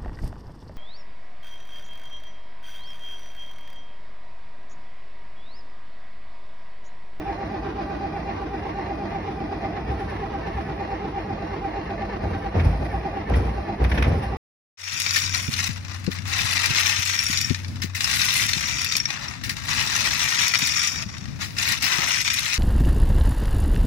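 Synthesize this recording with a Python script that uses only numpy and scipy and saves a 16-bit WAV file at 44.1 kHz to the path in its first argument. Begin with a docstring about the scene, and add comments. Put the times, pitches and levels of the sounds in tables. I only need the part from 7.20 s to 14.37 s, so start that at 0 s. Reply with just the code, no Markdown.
"""Outdoors, behind the frosted hood of a heavy diesel that is being cranked from cold.
The starter gears whine and clatter, dragging on every compression, over the rumble of the exhaust stack.
A few lone cylinders fire around three seconds in. After five seconds come three bunches of booms,
as gas is shoved up the stack, with hard combustion knocks on the block and spits of hiss."""
import sys
import numpy as np
from scipy import signal
from scipy.fft import rfft, irfft
from scipy.io import wavfile
from scipy.ndimage import uniform_filter1d

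SR = 44100
rng = np.random.default_rng(int(sys.argv[2]) if len(sys.argv) > 2 else 0)


def output_pcm(signal):
    """Save a mono or channel-first signal as 16-bit PCM at the path in sys.argv[1].

    Samples are clipped to [-1, 1] before scaling.
    """
    pcm = np.clip(np.atleast_2d(signal).T, -1, 1) * 32767
    wavfile.write(sys.argv[1], SR, np.round(pcm).astype(np.int16))


N = 316197
TIME, FREQS = np.arange(N) / SR, np.fft.rfftfreq(N, 1 / SR)
AGE = TIME[:SR // 2]  # seconds into a single hit

# The cranking rhythm. Each row: compression time in seconds, whine in dB, run-up tooth-mesh rate in Hz.
COMPRESSIONS = [(-.025, 5, 409), (0.095, 1.5, 408.6), (.222, -1.5, 409), (.346, 0, 411.5),
                (0.468, -4.5, 414.5), (.595, 0, 407.3), (.713, -2, 408), (0.846, 0.5, 404.6),
                (0.963, -3, 410.2), (1.096, -1.5, 404.5), (1.223, -3, 416.2), (1.346, 1, 406.4),
                (1.462, -1.5, 414.8), (1.59, 0, 408), (1.709, 0, 411.5), (1.826, -3, 411.4),
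                (1.959, 1, 407.6), (2.086, -3, 413), (2.208, -1.5, 411.3), (2.329, -3.5, 414),
                (2.456, 1, 402.5), (2.576, -2.5, 408.4), (2.715, 3, 461), (2.812, 2.5, 458),
                (2.922, -4.5, 447), (3.03, 1, 438.4), (3.146, 2.5, 426.4), (3.275, 2, 449.8),
                (3.378, 2.5, 446.2), (3.494, -2, 441.2), (3.61, 1, 424.4), (3.726, 2.5, 415.5),
                (3.848, 0, 413.5), (3.973, 1, 406), (4.103, 1.5, 432), (4.222, -4.5, 420.8),
                (4.333, -4, 415), (4.456, 3.5, 408), (4.576, -1.5, 409.4), (4.709, -3, 434.5),
                (4.822, 4, 444.5), (4.935, -3, 446), (5.047, -1.5, 469.3), (5.148, 0.5, 466),
                (5.255, 4.5, 445), (5.365, -7, 479), (5.445, -9, 578.5), (5.528, 5, 552), (5.628, 2, 509.6),
                (5.741, 5, 453.5), (5.856, 1.5, 428), (5.969, 0, 413), (6.1, -2, 446.3), (6.181, 1.5, 564),
                (6.27, 7, 540), (6.373, 1.5, 490), (6.492, 2.5, 443.4), (6.61, -7.5, 432), (6.7, -16, 536),
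                (6.772, -21, 592), (6.848, 5, 570), (6.94, 6, 560), (7.027, 9.5, 550), (7.12, 6, 530),
                (7.22, -6, 500)]
# The shape of one stroke. Each row: position from 0 to 1, cold tooth-mesh rate in Hz,
# weight of any extra speed, tooth force in dB, clatter in dB.
STROKE_SHAPE = [(0, 388.6, 0.12, -1.5, 2.5), (0.079, 371.7, 0.1, -0.5, 1.5), (.16, 347.5, 0.25, 1, 0.5),
                (0.281, 313, 0.45, -1.5, 2), (0.418, 303.9, 0.68, -4, 0), (0.56, 369.4, 1.65, -10, -0.5),
                (.68, 399.7, 1.25, -3, 0), (.79, 410.6, 0.95, -13.5, 0.5), (.88, 402.6, 0.62, 0.5, 0)]
# Gear overtones. Each row: multiple of the tooth-mesh rate, level in dB.
GEAR_OVERTONES = [(3, -52.5), (4, -55), (5, -57), (6, -56), (7, -62)]
# Each row: firing time in seconds, boom in dB, boom pitch in Hz, swell in seconds, gas rush in dB.
CYLINDER_FIRINGS = [(2.675, -21.5, 70.4, 0.032, -36.5), (2.86, -28, 78.57, 0.019, -56),
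                    (3.32, -26, 71, 0.031, -45), (5.023, -25, 69.26, 0.023, -28.5),
                    (5.099, -25, 92, 0.018, -35), (5.341, -16.5, 90.6, 0.058, -20.5),
                    (5.432, -16, 55, 0.047, -25), (5.595, -22.5, 65.4, 0.026, -33.5),
                    (5.713, -25, 61.15, 0.037, -39), (6.088, -15, 65.8, 0.052, -22.5),
                    (6.148, -18.5, 94, 0.028, -25), (6.233, -26.5, 61.5, 0.061, -30),
                    (6.598, -13, 62.3, 0.041, -22), (6.715, -15.5, 74, 0.017, -27.5),
                    (6.772, -13, 68.1, 0.038, -25), (6.85, -32, 103.6, 0.018, -23.5),
                    (6.897, -20, 95.6, 0.012, -26), (6.94, -26, 89.9, 0.022, -43),
                    (7.041, -27.5, 66.8, 0.045, -43)]
# Each row: start in seconds, knock in dB, hiss in dB, swell in seconds.
HARD_KNOCKS = [(2.201, -41, -76, 0.0029), (2.78, -46, -66, 0.03), (2.888, -44, -62, 0.014),
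               (3.26, -43, -68, 0.017), (3.365, -51, -74, .02), (4.703, -40, -70, 0.0038),
               (4.819, -37, -76, 0.003), (5.389, -30.5, -74, 0.012), (5.442, -53, -51, 0.01),
               (5.64, -44, -59, 0.013), (6.098, -34, -43, .0015), (6.133, -30.5, -64, 0.0098),
               (6.15, -50, -47, 0.014), (6.6413, -29, -34.5, 0.0008), (6.643, -25, -52, 0.0055),
               (6.689, -42, -49, 0.013), (6.711, -25.5, -62, 0.0092), (6.738, -35.5, -51, 0.015),
               (6.772, -24, -65, 0.0097), (6.822, -19, -38.5, 0.0045), (6.833, -28, -71, 0.011),
               (7.02, -40, -53, 0.015)]

# Resonances. Each row: centre in Hz, width in Hz, level in dB.
HOUSING_MODES = [(661, 28, 11), (303.4, 16, 4.5), (1126, 62, -4.5), (1765, 45, 2.5), (1910, 62, -1),
                 (2440, 96, -2.5)]  # flywheel housing
BLOCK_MODES = [(204.6, 86, -2), (666, 8.8, -2), (1158, 13.6, 6.5), (1800, 34, 2.5), (1927, 43, 5.5),
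               (2084, 27, 2), (2455, 37, 3), (2740, 26, 5), (2800, 65, 2), (4140, 140, 0)]  # iron block and its covers
CLANK_MODES = [(1760, 350, -5), (2200, 290, -6.5), (3650, 250, 10.5), (5000, 270, -17)]  # short ring of knocked metal
STACK_MODES = [(54.5, 19, 2.5), (92.1, 12.4, -1.5), (143.3, 34, -11.5), (199.7, 6.2, -4)]  # exhaust pipe
MOUTH_MODES = [(279, 33, 11), (440, 84, 10.7), (664, 63, 6.3), (870, 73, 3.7)]  # mouth of the stack

# Noise colours. Each row: frequency in Hz, relative spectral density in dB.
CLATTER_EQ = [(90, -10.5), (170, 2), (250, -0.5), (320, 2.5), (430, 0.5), (540, -3.5), (700, 1),
              (1100, -4.5), (1400, -12), (1950, -12.5), (2550, -15.5), (2950, -21), (5400, -27),
              (6500, -35.5), (7400, -62.5), (11000, -68)]  # rattling gears
RUSH_EQ = [(30, -6.5), (80, 10.5), (160, 6), (300, -6), (600, -8), (1200, -18), (2400, -21.5),
           (3500, -34.5), (6000, -38.5), (9000, -70)]  # turbulent gas in the stack
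BARK_EQ = [(120, -27), (280, -3.5), (800, -5.5), (1300, -23), (3000, -69)]  # gas tearing out of the mouth
KNOCK_EQ = [(300, -3.5), (1100, 1.5), (1700, 6.5), (2400, 6.5), (3100, -3), (3800, -14), (6000, -13.5),
            (8000, -44.5), (15000, -33)]  # hard knock
HISS_EQ = [(1500, -22), (3000, 1.5), (5500, 13.5), (7500, -26), (9200, 8), (11800, 1), (13500, -12.5),
           (16000, -11)]  # bright hiss

# Stereo width. Each row: frequency in Hz, likeness of left and right from -1 to 1.
STEREO_LIKENESS = [(100, 0.98), (200, 1), (400, 0.69), (600, 0.094), (1200, 0.1), (1900, 0.77),
                   (2800, -0.53), (4000, 0.091), (4500, 0.23), (5300, 0.33), (6500, -0.22), (11000, 0.26)]
# The whine reaches the left ear late. Each row: frequency in Hz, lag in radians.
LEFT_EAR_LAG = [(450, 0.51), (800, 0.97), (1200, 0.3), (1900, 0.11), (2500, 0.24)]
# The hood shades the machinery from the left ear. 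Each row: frequency in Hz, left minus right in dB.
HOOD_SHADE = [(150, -1.5), (400, -2), (680, -3.5), (790, -0.5), (1300, -2.5), (1900, 1), (2700, -2),
              (4100, 0.5), (7000, 1)]


def starter_whine(turns, force, effort, squeal, groan_db=-34, octave_db=-47, note_hz=791.8):
    """Meshing teeth groan; their octave sweeps through the housing's main note and sets it ringing."""
    angle = 2 * np.pi * turns
    teeth = amp(groan_db) * (1 + .2 * wander(55)) * np.sin(angle + .5 * wander(67))
    teeth += amp(octave_db) * effort * (1 + .12 * wander(59)) * np.sin(2 * angle)
    # overtones come and go as the pinion shifts in its backlash
    for multiple, db in GEAR_OVERTONES:
        teeth += amp(db + 2 * wander(33)) * np.sqrt(2) * np.sin(multiple * angle + .77 * wander(66))
    teeth = teeth * force + squeal
    main_note = amp(25) * ring([(note_hz, 39.6, 0)]) ** 2  # steep-sided: holds the whine on one pitch
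    housing = 1 + ring(HOUSING_MODES) + main_note
    blur = amp(-22) * echoes(teeth, t60=.14)[0]  # reflections under the hood smear the glides
    right = rfft(teeth + blur) * housing
    left = right * np.exp(-1j * curve(LEFT_EAR_LAG))
    return irfft(np.array([left, right]), N)


def gear_squeal(turns, stroke, extra_hz, best_extra_hz=42, range_hz=22):
    """A little above cold speed, the gears sing two clean overtones in the run-up to each compression."""
    run_up = stroke_pulse(stroke, at=.79, width=.13)
    sweet_spot = np.exp(-((extra_hz - best_extra_hz) / range_hz) ** 2)
    tones = sum(amp(db) * np.sin(multiple * 2 * np.pi * turns + .2 * wander(40))
                for multiple, db in ((4, -45.5), (5, -48)))
    return run_up * sweet_spot * tones


def gear_clatter(turns, strength, db=-34, ticks_per_s=900, tick_s=.0042, wash=.69, top_hz=12000):
    """Gear backlash and valve gear tick against the iron block, over a wash of noise."""
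    ticks = (rng.random(N) < ticks_per_s / SR) * amp(3.2 * np.minimum(rng.exponential(1, N), 4)) ** 2
    power = signal.lfilter([1], [1, -np.exp(-1 / (tick_s * SR))], ticks)
    tooth_buzz = 1 + .1 * np.cos(2 * np.pi * turns)
    grains = rng.standard_normal((2, N)) * np.sqrt(power / power.mean() + wash) * tooth_buzz
    # reflections under the hood give a ribbed, metallic colour that slowly shifts
    blend = np.array([wander(5) for _ in range(3)])
    blend /= np.linalg.norm(blend, axis=0)
    grains = grains + .8 * sum(share * echoes(grains, t60=.094) for share in blend)
    flicker = amp(.5 * wander(21))
    rattle = amp(db) * colour(grains, CLATTER_EQ, BLOCK_MODES) * strength * flicker
    return irfft(rfft(rattle) / (1 + (FREQS / top_hz) ** 16), N)


def cranking_rhythm(run_up=.2464, cold_top_hz=410):
    """The starter's pace: running stroke count, whine gain, and mesh Hz gained over the cold crank."""
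    times, whine_db, top_hz = np.transpose(COMPRESSIONS)
    count = np.arange(len(times))
    stroke = np.interp(TIME, times, count)
    effort = amp(np.interp(stroke, count, whine_db))
    extra_hz = np.interp(stroke + run_up, count, top_hz) - cold_top_hz
    return stroke, effort, extra_hz


def crank(stroke, extra_hz, flutter=.004, slack_db=-4, overrun_hz=80):
    """Compression brakes the crank, expansion frees it: gives mesh turns, tooth force, clatter gain."""
    position, *columns = np.transpose(STROKE_SHAPE)
    cold_hz, give, force_db, clatter_db = (
        uniform_filter1d(np.interp(stroke, position, column, period=1), size=300) for column in columns)
    mesh_hz = (cold_hz + give * extra_hz) * (1 + flutter * wander(41))
    # the gears fall slack at ignition, just before the exhaust opens
    slack = amp(slack_db * np.tanh(firing_swells(rise_s=.0091, lead_s=.046) / .13))
    # the teeth unload as the engine outruns the starter
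    grip = 1 / np.sqrt(1 + (extra_hz / overrun_hz) ** 4)
    return np.cumsum(mesh_hz) / SR, amp(force_db) * slack * grip, amp(clatter_db) * slack


def exhaust_booms(sag=.055, tail_db=-11):
    """Each firing shoves gas up the stack: a boom sagging in pitch, a turbulent rush, a ragged bark."""
    boom, rush, bark = np.zeros((3, N))
    for start, boom_db, hz, rise_s, rush_db in CYLINDER_FIRINGS:
        angle = 2 * np.pi * hz * AGE * (1 - sag * np.tanh(AGE / .073))
        # the pipe's next resonance rings along, and the steepening pressure front adds the octave
        wave = np.sin(angle) + amp(-13) * np.sin(1.55 * angle) + .1 * np.sin(2 * angle)
        add(boom, start, amp(boom_db) * swell(rise_s) ** 1.56 * wave)
        add(rush, start, amp(rush_db) * swell(rise_s=.03))
        crests = (.5 + .5 * np.sin(angle)) ** 2  # gas tears out of the mouth on each crest
        add(bark, start, amp(rush_db + 1.5) * swell(rise_s=.018) * crests)
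    gas = boom + rush * noise(RUSH_EQ) + bark * noise(BARK_EQ, MOUTH_MODES)
    return gas + amp(tail_db) * echoes(gas.mean(0), t60=.89)[0]


def knocks_and_hiss(stroke, loose, soft_db=-51, jet_db=-68, gust_db=-47, tail_db=-8):
    """Late-igniting fuel cracks against the block, and gas spits from the outlet."""
    blows, spits = np.zeros((2, N))
    for start, knock_db, hiss_db, rise_s in HARD_KNOCKS:
        burst = swell(rise_s) ** 3
        add(blows, start, amp(knock_db) * burst)
        add(spits, start, amp(hiss_db) * burst)
    # once the engine is loose, every stroke knocks softly
    blows += amp(soft_db) * loose * stroke_pulse(stroke, at=1, width=.37)
    knock = blows * noise(KNOCK_EQ, CLANK_MODES)
    # the outlet hisses throughout, and harder in the wake of each firing
    jet = amp(jet_db) + amp(gust_db) * firing_swells(rise_s=.062)
    sputter = amp(1.5 * wander(30))
    hiss = (spits + jet * sputter) * noise(HISS_EQ)
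    return knock + hiss + amp(tail_db) * echoes(knock, t60=.22)


def stack_rumble(strength, loose, db=-35.5, loose_db=3, low_hz=42, top_hz=350):
    """Unburnt air leaves in soft chuffs that ring the stack, louder once the engine loosens."""
    chuffs = rng.standard_normal(N) * strength ** .2
    band = 1 / (1 + (low_hz / (FREQS + 1)) ** 6) / (1 + (FREQS / top_hz) ** 4)
    air = irfft(rfft(chuffs) * ring(STACK_MODES) * band, N)
    # every stroke pumps about the same amount of air
    air /= np.sqrt(uniform_filter1d(air ** 2, size=6000) + 1e-12)
    return amp(db + loose_db * loose) * air


def echoes(x, t60):
    """A tail of scattered reflections, different in each ear, falling 60 dB in t60 seconds."""
    t = TIME[:SR]
    taps = (rng.standard_normal((2, SR)) * amp(-60 * t / t60))[:, t < t60]
    return signal.oaconvolve(np.atleast_2d(x), taps / np.linalg.norm(taps[0]), axes=1)[:, :N]


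def firing_swells(rise_s, lead_s=0.):
    """A swell for every firing, as strong as its boom, starting lead_s ahead of it."""
    total = np.zeros(N)
    for start, boom_db, *_ in CYLINDER_FIRINGS:
        add(total, start - lead_s, amp(boom_db) * swell(rise_s))
    return total


def stroke_pulse(stroke, at, width):
    """A bell-shaped envelope once a stroke; position and width are fractions of the stroke."""
    return np.exp(-(((stroke - at + .5) % 1 - .5) / width) ** 2)


def swell(rise_s):
    """An envelope that peaks at 1 after the rise time and dies away."""
    u = AGE / rise_s
    return u * np.exp(1 - np.minimum(u, 60))


def wander(rate_hz):
    """Smooth random modulation of rms 1."""
    coarse = TIME[::100]
    hz = np.fft.rfftfreq(len(coarse), coarse[1])
    slow = irfft(rfft(rng.standard_normal(len(coarse))) / (1 + (hz / rate_hz) ** 4), len(coarse))
    return np.interp(TIME, coarse, unit(slow))


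def noise(eq, modes=()):
    """A steady bed of coloured stereo noise."""
    return colour(rng.standard_normal((2, N)), eq, modes)


def colour(pair, eq, modes):
    """Shapes two unrelated signals with EQ and resonances into stereo of rms 1, the bass centred."""
    peaks = np.sqrt(1 + sum(abs(ring([mode])) ** 2 for mode in modes))
    a, b = rfft(pair) * amp(curve(eq)) * peaks
    likeness = curve(STEREO_LIKENESS)
    mid, side = a * np.sqrt(1 + likeness), b * np.sqrt(1 - likeness)
    return unit(irfft(np.array([mid + side, mid - side]), N))


def ring(modes):
    """The frequency response of a bank of resonances."""
    return sum(amp(db) / (1 + 2j * (FREQS - hz) / width) for hz, width, db in modes)


def curve(points):
    """Joins breakpoints across the spectrum on a log-frequency axis."""
    hz, value = np.transpose(points)
    return np.interp(np.log(FREQS + 1), np.log(hz + 1), value)


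def add(mix, start, sound):
    """Drops a hit into the mix at a start time in seconds."""
    part = mix[max(round(start * SR), 0):][:len(sound)]
    part += sound[:len(part)]


def amp(db):
    """Decibels to gain."""
    return 10 ** (np.asarray(db) / 20)


def unit(x):
    """Scales to rms 1."""
    return x / np.sqrt(np.mean(x ** 2) + 1e-20)


def scene():
    """Starter and engine share one cranking rhythm; the machinery sits a little to the right."""
    stroke, effort, extra_hz = cranking_rhythm()
    turns, force, strength = crank(stroke, extra_hz)
    loose = np.tanh(np.maximum(extra_hz, 0) / 40)  # 0 while cold and stiff, near 1 as firings drive it
    squeal = gear_squeal(turns, stroke, extra_hz)
    gears = starter_whine(turns, force, effort, squeal) + gear_clatter(turns, strength)
    shade = amp(curve(HOOD_SHADE) * np.array([[.5], [-.5]]))
    machinery = irfft(rfft(gears) * shade, N)
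    return machinery + stack_rumble(strength, loose) + exhaust_booms() + knocks_and_hiss(stroke, loose)


def record(dry, low_hz=36, top_hz=15800):
    """The microphone drops the deepest bass; a steep high cut takes off the very top."""
    thinned = signal.sosfilt(signal.butter(2, low_hz, "highpass", fs=SR, output="sos"), dry)
    high_cut = signal.firwin(511, top_hz, window=("kaiser", 9), fs=SR)
    return signal.oaconvolve(thinned, high_cut[None], "same")


dry = scene()
out = record(dry)
output_pcm(out)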